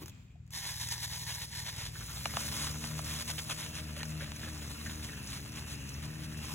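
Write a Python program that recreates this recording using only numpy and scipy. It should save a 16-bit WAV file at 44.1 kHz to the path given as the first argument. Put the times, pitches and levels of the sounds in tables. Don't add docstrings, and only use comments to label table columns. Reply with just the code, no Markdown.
import sys
import numpy as np
from scipy import signal
from scipy.fft import rfft, irfft, next_fast_len
from scipy.io import wavfile
from scipy.ndimage import uniform_filter1d, map_coordinates

SR = 44100
rng = np.random.default_rng(int(sys.argv[2]) if len(sys.argv) > 2 else 0)


def transcribe(u):
    v = np.clip(np.atleast_2d(u).T, -1, 1)
    q = np.round(v * 32767).astype(np.int16)
    wavfile.write(sys.argv[1], SR, q)


N = 288766

# time_s, mist_db, patter_db
SPRAY_LEVELS = [(0.55, -46, -54.5), (1.38, -43.5, -51), (1.49, -51, -59), (1.75, -49, -51),
                (1.92, -56, -65), (2.0, -48.5, -55), (2.2, -45, -51.5), (2.5, -41.5, -46.5),
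                (2.78, -46.5, -51.5), (3.45, -45.5, -56.5), (3.87, -52, -57.5), (4.15, -51, -56),
                (4.8, -48.5, -52.5), (5.45, -51.5, -57), (6.35, -53.5, -56.5), (6.55, -44.5, -50.5)]
def spray(split_hz=2800):
    mist_db, patter_db = curves(SPRAY_LEVELS)
    valve, = curves([(.505, 0), (.55, 1)])
    flutter = amp(wobble(55))
    fine = drops(rate=14000, spread_db=1)
    fine += .36 * drops(rate=200, spread_db=1)
    coarse = drops(rate=1200, spread_db=2)
    mist = filtered(on_ground(fine), lambda hz: 1 / np.sqrt(1 + (split_hz / (hz + 1)) ** 4))
    patter = filtered(on_ground(coarse), lambda hz: 1 / np.sqrt(1 + (hz / split_hz) ** 4))
    mist = unit(patchy(mist, depth_db=1.5)) * amp(mist_db)
    patter = unit(patchy(patter, depth_db=2)) * amp(patter_db + 1.5 * wobble(30))
    return valve * flutter * (mist + patter)


# start_s, crest_db, drumming_relative_db, length_s
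LEAF_SPLASHES = [(0.516, -40.5, -27, 0.1), (0.606, -40.5, -8, 0.14), (0.784, -38, -24, 0.076),
                 (0.9, -34.5, -20, 0.052), (1.019, -36, -9.5, 0.046), (1.094, -41.5, -8.5, 0.095),
                 (1.269, -40.5, -6, 0.066), (1.336, -43.5, -25, 0.038), (1.389, -43, -7, 0.074),
                 (1.501, -40.5, -27, 0.15), (1.647, -40, -5.5, 0.068), (1.741, -42.5, -7.5, 0.16),
                 (2.332, -43.5, -3.5, 0.14), (2.526, -37.5, -10.5, 0.2), (2.802, -42.5, -21, 0.11),
                 (3.032, -41, -8.5, 0.18), (3.183, -39.5, -15, 0.054), (3.272, -35, -9.5, 0.054),
                 (3.377, -38.5, -3, 0.03), (3.49, -35.5, -2.5, 0.045), (3.553, -42, -5, 0.13),
                 (3.726, -45, 0.5, 0.09), (3.95, -50, 3.5, 0.082), (4.178, -56, 5, 0.1),
                 (4.396, -55, 4, 0.092), (4.842, -47.5, -9, 0.046), (5.02, -42.5, -5.5, 0.041),
                 (5.261, -45, -8, 0.14), (5.546, -45.5, -3.5, 0.065), (5.665, -44, -17, 0.1),
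                 (6.015, -47.5, -2.5, 0.058), (6.216, -48, -12, 0.054), (6.397, -49.5, -5, 0.09)]
def splashes(soft_hz=12000):
    t = np.arange(N) / SR
    shower, drumming = np.zeros(N), np.zeros(N)
    for start, db, drum_db, length in LEAF_SPLASHES:
        swell = np.abs(np.sin(np.pi * np.clip((t - start) / length, 0, 1))) ** .85
        shower += amp(db) * swell
        drumming += amp(db + drum_db) * swell
    wet = on_ground(drops(rate=9000, spread_db=1))
    wet = filtered(wet, lambda hz: 1 / np.sqrt(1 + (hz / soft_hz) ** 4))
    leaf_eq = [(250, -15), (550, -2.5), (950, -2), (1900, 1.5), (3500, 4), (8000, -24.5)]
    drum = coloured(drops(rate=1500, spread_db=3), leaf_eq)
    clumps = amp(1.6 * wobble(220))
    return shower * clumps * wet + drumming * drum


# freq_hz, gain_db
LEAVES_EQ = [(150, -9), (500, -13.5), (700, -10.5), (950, 2), (1300, -13.5), (1800, 2.5), (2150, 0),
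             (2600, -6), (3800, 4), (5600, 2), (8000, -1), (11000, -2.5), (15500, -8)]
STRAW_EQ = [(150, 2), (520, -8), (1000, 1), (1700, 0), (2800, -1.5), (3800, 4), (5400, 3), (7000, 2),
            (10000, 1.5), (12000, -3.5), (15500, -5)]
def on_ground(x):
    straw, = curves([(1.85, 0), (2.0, 1)])
    return np.sqrt(1 - straw) * coloured(x, LEAVES_EQ) + np.sqrt(straw) * coloured(x, STRAW_EQ)


# start_s, level_db, body_relative_db, ring_relative_db
LEAF_TAPS = [(2.2563, -21, -9, 1), (2.337, -33, -8, -12), (2.3689, -21, -7.5, -9), (2.523, -29, -19, -13),
             (2.841, -28.5, -17, -8), (2.991, -27.5, -10, -8), (3.499, -28, -16, -7), (3.663, -32, -38, -7),
             (3.966, -46, -5, -9), (4.031, -25.5, -28, -1.5), (4.318, -29.5, -28, -13),
             (4.532, -41, -27, -12)]
# freq_hz, gain_db
SNAP_EQ = [(300, -6.5), (1200, 2.5), (2700, 5), (4000, 0), (7000, -2), (15000, -20)]
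BODY_EQ = [(200, -16), (450, -8), (680, 13.5), (900, 8), (1200, 11.5), (2000, 5.5), (6000, -51)]
# pitch_hz, relative_db, t60_s
LEAF_MODES = [(2414, -6, 0.022), (2880, -8, 0.015), (4100, -13, 0.03)]
def taps():
    starts, db, body_db, ring_db = np.transpose(LEAF_TAPS)
    blows = lambda level_db: np.bincount((starts * SR).astype(int), amp(level_db), N)[:N]
    snap = coloured(blows(db + 11), SNAP_EQ)
    body = coloured(blows(db + body_db + 21.5), BODY_EQ)
    slowness = 0.0694
    chirp = filtered(snap + body, lambda hz: np.exp(-4j * np.pi * slowness * np.sqrt(hz)))
    spatter = coloured(clicks(starts, db + 4, t60=.014), SNAP_EQ)
    ring = ringing(LEAF_MODES, np.arange(SR // 20) / SR)
    return chirp + spatter + signal.oaconvolve(blows(db + ring_db), ring)[:N]


# start_s, level_db
STALK_CRACKS = [(0.9133, -25), (1.3483, -25), (2.465, -21.5), (2.5523, -31), (3.045, -26), (3.259, -34),
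                (3.7526, -28), (4.054, -30), (4.104, -31), (4.363, -35), (4.8653, -28), (5.053, -34),
                (5.273, -27), (5.557, -32), (5.891, -27), (5.941, -35)]
# freq_hz, gain_db
STALK_EQ = [(500, -2), (1800, -2), (3600, 1), (6000, 18.5), (9000, 6), (15000, -4)]
def cracks(small_per_s=26, spray_on_s=.55):
    starts, db = np.transpose(STALK_CRACKS)
    when, strength = rng.random((int(small_per_s * N / SR), 2)).T
    times = spray_on_s + when * (N / SR - spray_on_s)
    mist_db = np.interp(times, *np.transpose(SPRAY_LEVELS)[:2])
    crackle = unit(clicks(times, mist_db + 8 * strength, t60=.016))
    crackle *= amp(np.mean(mist_db) - 11)
    return coloured(clicks(starts, db + 8, t60=.028) + crackle, STALK_EQ)


# start_s, level_db, pitch_hz
HOLLOW_PATS = [(1.953, -41, 1530), (2.0048, -41, 1450), (2.0948, -41.5, 1460), (4.008, -36, 1890),
               (4.2071, -35, 1755), (4.2324, -40, 2080), (4.432, -34.5, 1778), (4.4709, -40.5, 1730),
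               (4.7522, -46, 1416), (4.8615, -37, 1705), (5.0896, -36.5, 1815), (5.1296, -41.5, 1779),
               (5.1763, -43, 1780)]
# freq_hz, gain_db
CUP_EQ = [(400, 4), (1000, -20), (1400, 7.5), (1750, 15), (2300, -2), (5000, -11), (15000, -20)]
def pats():
    cup_hz = max(CUP_EQ, key=lambda point: point[1])[0]
    tuned = lambda pitch: [(hz * pitch / cup_hz, db) for hz, db in CUP_EQ]
    struck = sum(coloured(clicks([s], [db + 19], t60=.095), tuned(pitch)) for s, db, pitch in HOLLOW_PATS)
    stray_db, = curves([(1.8, -120), (1.95, -66), (6.5, -66)])
    strays = patchy(drops(rate=110, spread_db=1), depth_db=2) * amp(stray_db)
    return struck + coloured(strays, CUP_EQ)


# start_s, pitch_hz, level_db
SOFT_PLOPS = [(0.355, 720, -54), (3.968, 580, -40), (4.222, 560, -38), (4.469, 527, -42)]
def plops(attack_s=.0017, t60_s=.046):
    out = np.zeros(N)
    for start, hz, db in SOFT_PLOPS:
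        age = np.maximum(np.arange(N) / SR - start, 0)
        out += (1 - np.exp(-age / attack_s)) * ringing([(hz, db, t60_s)], age)
    return out


# pitch_hz, level_db, t60_s
TANK_MODES = [(320, -40, 0.08), (367, -45, 0.11), (710, -55, .04), (1073, -48, 0.05)]
# time_s, level_db
SCRAPE_LEVELS = [(0, -56.5), (.035, -48), (.048, -59), (.1, -56.5), (.112, -78), (.25, -76), (.35, -120)]
ROD_LEVELS = [(0, -72), (.05, -67), (.14, -70), (.21, -77), (.26, -76), (.36, -79), (.45, -110)]
# start_s, level_db
PLASTIC_TICKS = [(0.0234, -52), (0.059, -41.5), (0.074, -54), (0.081, -40.5), (0.096, -47), (0.4653, -65),
                 (0.477, -61), (0.5057, -47), (0.872, -38), (0.888, -31)]
# freq_hz, gain_db
SCRAPE_EQ = [(150, -7), (340, 15), (550, 3), (1000, 6), (1600, -2.5), (4500, 2), (7000, -4), (15000, -1.5)]
ROD_EQ = [(1500, -40), (2250, -9), (2470, 3), (2700, -9), (3300, -6), (4500, -26)]
PLASTIC_EQ = [(300, -13), (2000, -1.5), (4500, -3), (6500, 6), (9000, -3), (15000, -5)]
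def handle(knock_at_s=.018, attack_s=.0037):
    age = np.maximum(np.arange(N) / SR - knock_at_s, 0)
    knock = ringing(TANK_MODES, age) * (1 - np.exp(-age / attack_s))
    scrape = amp(curves(SCRAPE_LEVELS)[0]) * coloured(drops(rate=4900, spread_db=-1), SCRAPE_EQ)
    rod_db = curves(ROD_LEVELS)[0] + 2.3 * wobble(26.3)
    rod = amp(rod_db) * coloured(drops(rate=3200, spread_db=0), ROD_EQ)
    starts, db = np.transpose(PLASTIC_TICKS)
    ticks = coloured(clicks(starts, db + 18, t60=.018), PLASTIC_EQ)
    return knock + scrape + rod + ticks


# freq_hz, left_lead_rad
STEREO_PHASE = [(0, 0), (350, 0), (700, -1), (1100, -.5), (1700, .05), (3200, 1.25), (4000, 2.05),
                (4720, 3.14), (6750, 6.28), (15200, 18.85), (22050, 29)]
def close_stereo(x, size=512):
    lead = lambda hz: np.interp(hz, *np.transpose(STEREO_PHASE))
    direct = filtered(x, lambda hz: np.exp(.5j * np.array([lead(hz), -lead(hz)])))
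    tails = rng.standard_normal((2, size)) * np.hanning(size)
    front, side = [convolved(x, tail) for tail in tails]
    scatter = np.array([side, -side]) + amp(-5) * front
    straw_loss = lambda hz: amp(np.interp(hz, [2500, 5000], [-11.5, -13]))
    return direct + filtered(scatter, straw_loss)


# firing_multiple, level_db
EXHAUST_HARMONICS = [(1, -4.5), (2, -3.5), (3, -8.5), (4, -10.5), (5, -19), (6, -16.5), (7, -25.5),
                     (8, -20), (9, -28.5)]
# time_s, level_db
REVVING_LEVELS = [(1.6, -73), (1.85, -47), (2.2, -48), (2.85, -44.5), (3.4, -51), (3.75, -49), (4.15, -46),
                  (5.0, -47), (6.25, -47.5), (6.55, -46.5)]
# time_s, boost_db
SECOND_HARMONIC = [(2.5, -2), (2.77, 4), (3.1, 1.5), (3.65, -1.5), (4.15, 1.5), (4.5, -4), (5.6, -5),
                   (6.0, 2), (6.27, 4), (6.5, -5)]
def revving_engine(idle_hz=50.67, governed_hz=77.37, louder_db_per_hz=.22):
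    throttle, firing_hz = governor(idle_hz, governed_hz)
    level_db = curves(REVVING_LEVELS)[0] + louder_db_per_hz * (firing_hz - governed_hz)
    cycles = np.cumsum(firing_hz * (1 + .004 * wobble(45))) / SR
    level_db += 1.3 * wobble(50)
    second_db, = curves(SECOND_HARMONIC)
    harmonics = [(k, db + (k == 2) * second_db) for k, db in EXHAUST_HARMONICS]
    hum = amp(level_db) * exhaust(cycles, harmonics, waver_db=1.3, waver_rate=9, smear_rad=.57)
    upper = filtered(hum, lambda hz: 1 / (1 + (200 / (hz + 1)) ** 8))
    upper_db = -.5 - 41 * (1 - throttle) ** 2
    return hum + (amp(upper_db) - 1) * upper


# centre_s, drop_hz, half_width_s
LOAD_SAGS = [(2.5, 4.6, 0.22), (2.88, 1.003, 0.2003), (3.148, 2.7, 0.083), (3.944, 2.31, 0.11),
             (4.301, 5.21, 0.0789), (4.68, 6.7, 0.11), (5.273, 12.3, 0.17), (5.714, 3.83, 0.084),
             (5.897, 10, 0.13), (6.526, 2.7, 0.19)]
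def governor(idle_hz, governed_hz, run_up_at_s=2.16, run_up_s=.073):
    t = np.arange(N) / SR
    throttle = .5 + .5 * np.tanh((t - run_up_at_s) / (2 * run_up_s))
    sag_hz = sum(drop_hz * np.exp(-((t - s) / width) ** 2) for s, drop_hz, width in LOAD_SAGS)
    return throttle, idle_hz + (governed_hz - idle_hz) * throttle - sag_hz


# time_s, lag_ms, gain
GROUND_BOUNCE = [(3.9, 1.315, 0.75), (4.8, 1.01, 0.55)]
# delay_s, level_db
WALL_ECHOES = [(.11, -11), (.23, -10)]
def reflections(x, t60_s=1.1):
    lag_ms, gain = curves(GROUND_BOUNCE)
    x = x + gain * delayed(x, lag_ms / 1000)
    overtones = filtered(x, lambda hz: 1 / (1 + (170 / (hz + 1)) ** 4))
    echoes = sum(amp(db) * delayed(overtones, lag_s) for lag_s, db in WALL_ECHOES)
    t = np.arange(SR) / SR
    tail = rng.standard_normal(SR) * amp(-60 * t / t60_s)
    return x + echoes + amp(-11) * convolved(overtones, tail)


# cycle_multiple, level_db
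DRONE_HARMONICS = [(3, -60), (4, -54.5), (5, -59.5), (6, -53), (7, -63), (8, -55.5), (9, -74), (11, -76)]
# time_s, drone_gain_db, rumble_db
STEADY_LEVELS = [(0, -2.5, -54.5), (.35, -5, -59), (.8, 0.5, -61.5), (1.8, 1, -56), (2.5, 0, -55.5),
                 (4, -3.5, -53), (6.5, 0.5, -51.5)]
# freq_hz, gain_db
RUMBLE_EQ = [(20, -29), (40, 0), (60, -4), (100, 4.5), (140, -3.5), (200, -0.5), (300, -14.5), (500, -33.5),
             (1500, -54)]
def steady_engine(cycle_hz=19.55, thump_at_s=.662):
    drone_db, rumble_db = curves(STEADY_LEVELS)
    cycles = (np.arange(N) / SR - thump_at_s) * cycle_hz + .008 * wobble(8)
    drone_db += 1.3 * wobble(cycle_hz)
    drone = amp(drone_db) * exhaust(cycles, DRONE_HARMONICS, waver_db=1.5, waver_rate=7, smear_rad=.6)
    return drone + amp(rumble_db) * coloured(rng.standard_normal(N), RUMBLE_EQ)


def exhaust(cycles, harmonics, waver_db, waver_rate, smear_rad):
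    out = np.zeros(N)
    for k, db in harmonics:
        gain = amp(db + waver_db * wobble(waver_rate))
        out += gain * np.cos(k * 2 * np.pi * cycles + smear_rad * wobble(1.976))
    return np.sqrt(2) * out


def engines():
    both = reflections(revving_engine()) + steady_engine()
    left_db = lambda hz: np.interp(hz, [60, 150, 280], [.9, 2.6, 4.5])
    return filtered(both, lambda hz: amp(np.array([left_db(hz), -left_db(hz)]) / 2))


# time_s, level_db
HUSH_LEVELS = [(0, -68), (.15, -60), (.28, -69), (.42, -73.5), (.6, -66), (2.0, -68)]
# freq_hz, gain_db
HUSH_EQ = [(200, 10.5), (500, -1), (1000, -2), (1600, -2), (2500, -1.5), (4500, -7), (6000, -10),
           (7500, -1.5), (9500, -38), (15000, -21)]
def air():
    hush = amp(curves(HUSH_LEVELS)[0]) * wide_noise(HUSH_EQ)
    wash_db, = curves([(0, -76), (.45, -78), (1.8, -59), (2.5, -57), (6.5, -56.5)])
    wash_eq = [(60, -13), (220, -7.5), (400, -6.5), (620, -10), (1000, -14), (2600, -10), (12000, -94)]
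    return hush + amp(wash_db) * wide_noise(wash_eq) * amp([[1.5], [-1.5]])


# time_s, level_db
INSECT_LEVELS = [(.45, -99), (2.0, -64), (4.2, -59.5), (5.0, -59), (6.3, -58.5), (6.55, -57)]
def insects():
    trill_eq = [(1900, -39), (2450, -5), (2640, 5), (2780, 0), (2950, -2), (3500, -26), (8000, -72)]
    return wide_noise(trill_eq) * amp(curves(INSECT_LEVELS)[0] + 2.6 * wobble(10))


def amp(db):
    return 10 ** (np.asarray(db) / 20)


def unit(x):
    return x / np.sqrt(np.mean(x ** 2) + 1e-20)


def curves(rows):
    times, *columns = np.transpose(rows)
    return [np.interp(np.arange(N) / SR, times, column) for column in columns]


def wobble(rate):
    return map_coordinates(rng.standard_normal(int(N * rate / SR) + 4), [np.arange(N) * rate / SR])


def drops(rate, spread_db):
    hits = (rng.random(N) < rate / SR) * rng.standard_normal(N)
    return unit(hits * amp(spread_db * np.clip(rng.standard_normal(N), -2, 2)))


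def clicks(times, levels_db, t60, size=1024):
    out, t = np.zeros(N + size), np.arange(size) / SR
    for s, db in zip(times, levels_db):
        burst = rng.standard_normal(size) * amp(-60 * t / t60)
        out[max(round(s * SR), 0):][:size] += amp(db) * burst / np.linalg.norm(burst)
    return out[:N]


def ringing(modes, age):
    return sum(amp(db - 60 * age / t60) * np.sin(2 * np.pi * hz * age) for hz, db, t60 in modes)


def wide_noise(eq):
    return np.array([coloured(rng.standard_normal(N), eq) for _ in range(2)])


def filtered(x, response):
    size = next_fast_len(N + 8192)
    return irfft(rfft(x, size) * response(np.fft.rfftfreq(size, 1 / SR)), size)[..., :N]


def convolved(x, kernel):
    return signal.oaconvolve(x, kernel / np.linalg.norm(kernel))[:N]


def coloured(x, eq, size=4096):
    hz, db = np.transpose(eq)
    gain = amp(np.interp(np.log(np.fft.rfftfreq(size, 1 / SR) + 1), np.log(hz), db))
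    cepstrum = irfft(np.log(gain))
    cepstrum[1:size // 2] *= 2
    cepstrum[size // 2 + 1:] = 0
    return convolved(x, irfft(np.exp(rfft(cepstrum))))


def patchy(x, depth_db):
    spectrum = signal.stft(x, nperseg=512)[2]
    patches = uniform_filter1d(rng.standard_normal(spectrum.shape), size=6, axis=0)
    patches = uniform_filter1d(patches, size=10, axis=1)
    return signal.istft(spectrum * amp(depth_db * unit(patches)), nperseg=512)[1][:N]


def delayed(x, lag_s):
    t = np.arange(N) / SR
    return np.interp(t - lag_s, t, x, left=0)


def scene():
    sprayer = spray() + splashes() + taps() + cracks() + pats() + plops() + handle()
    return close_stereo(sprayer) + engines() + air() + insects()


def record(dry):
    low_cut_hz, top_hz = 34, 15850
    return filtered(dry, lambda hz: (hz < top_hz) / np.sqrt(1 + (low_cut_hz / (hz + 1)) ** 8))


dry = scene()
out = record(dry)
transcribe(out)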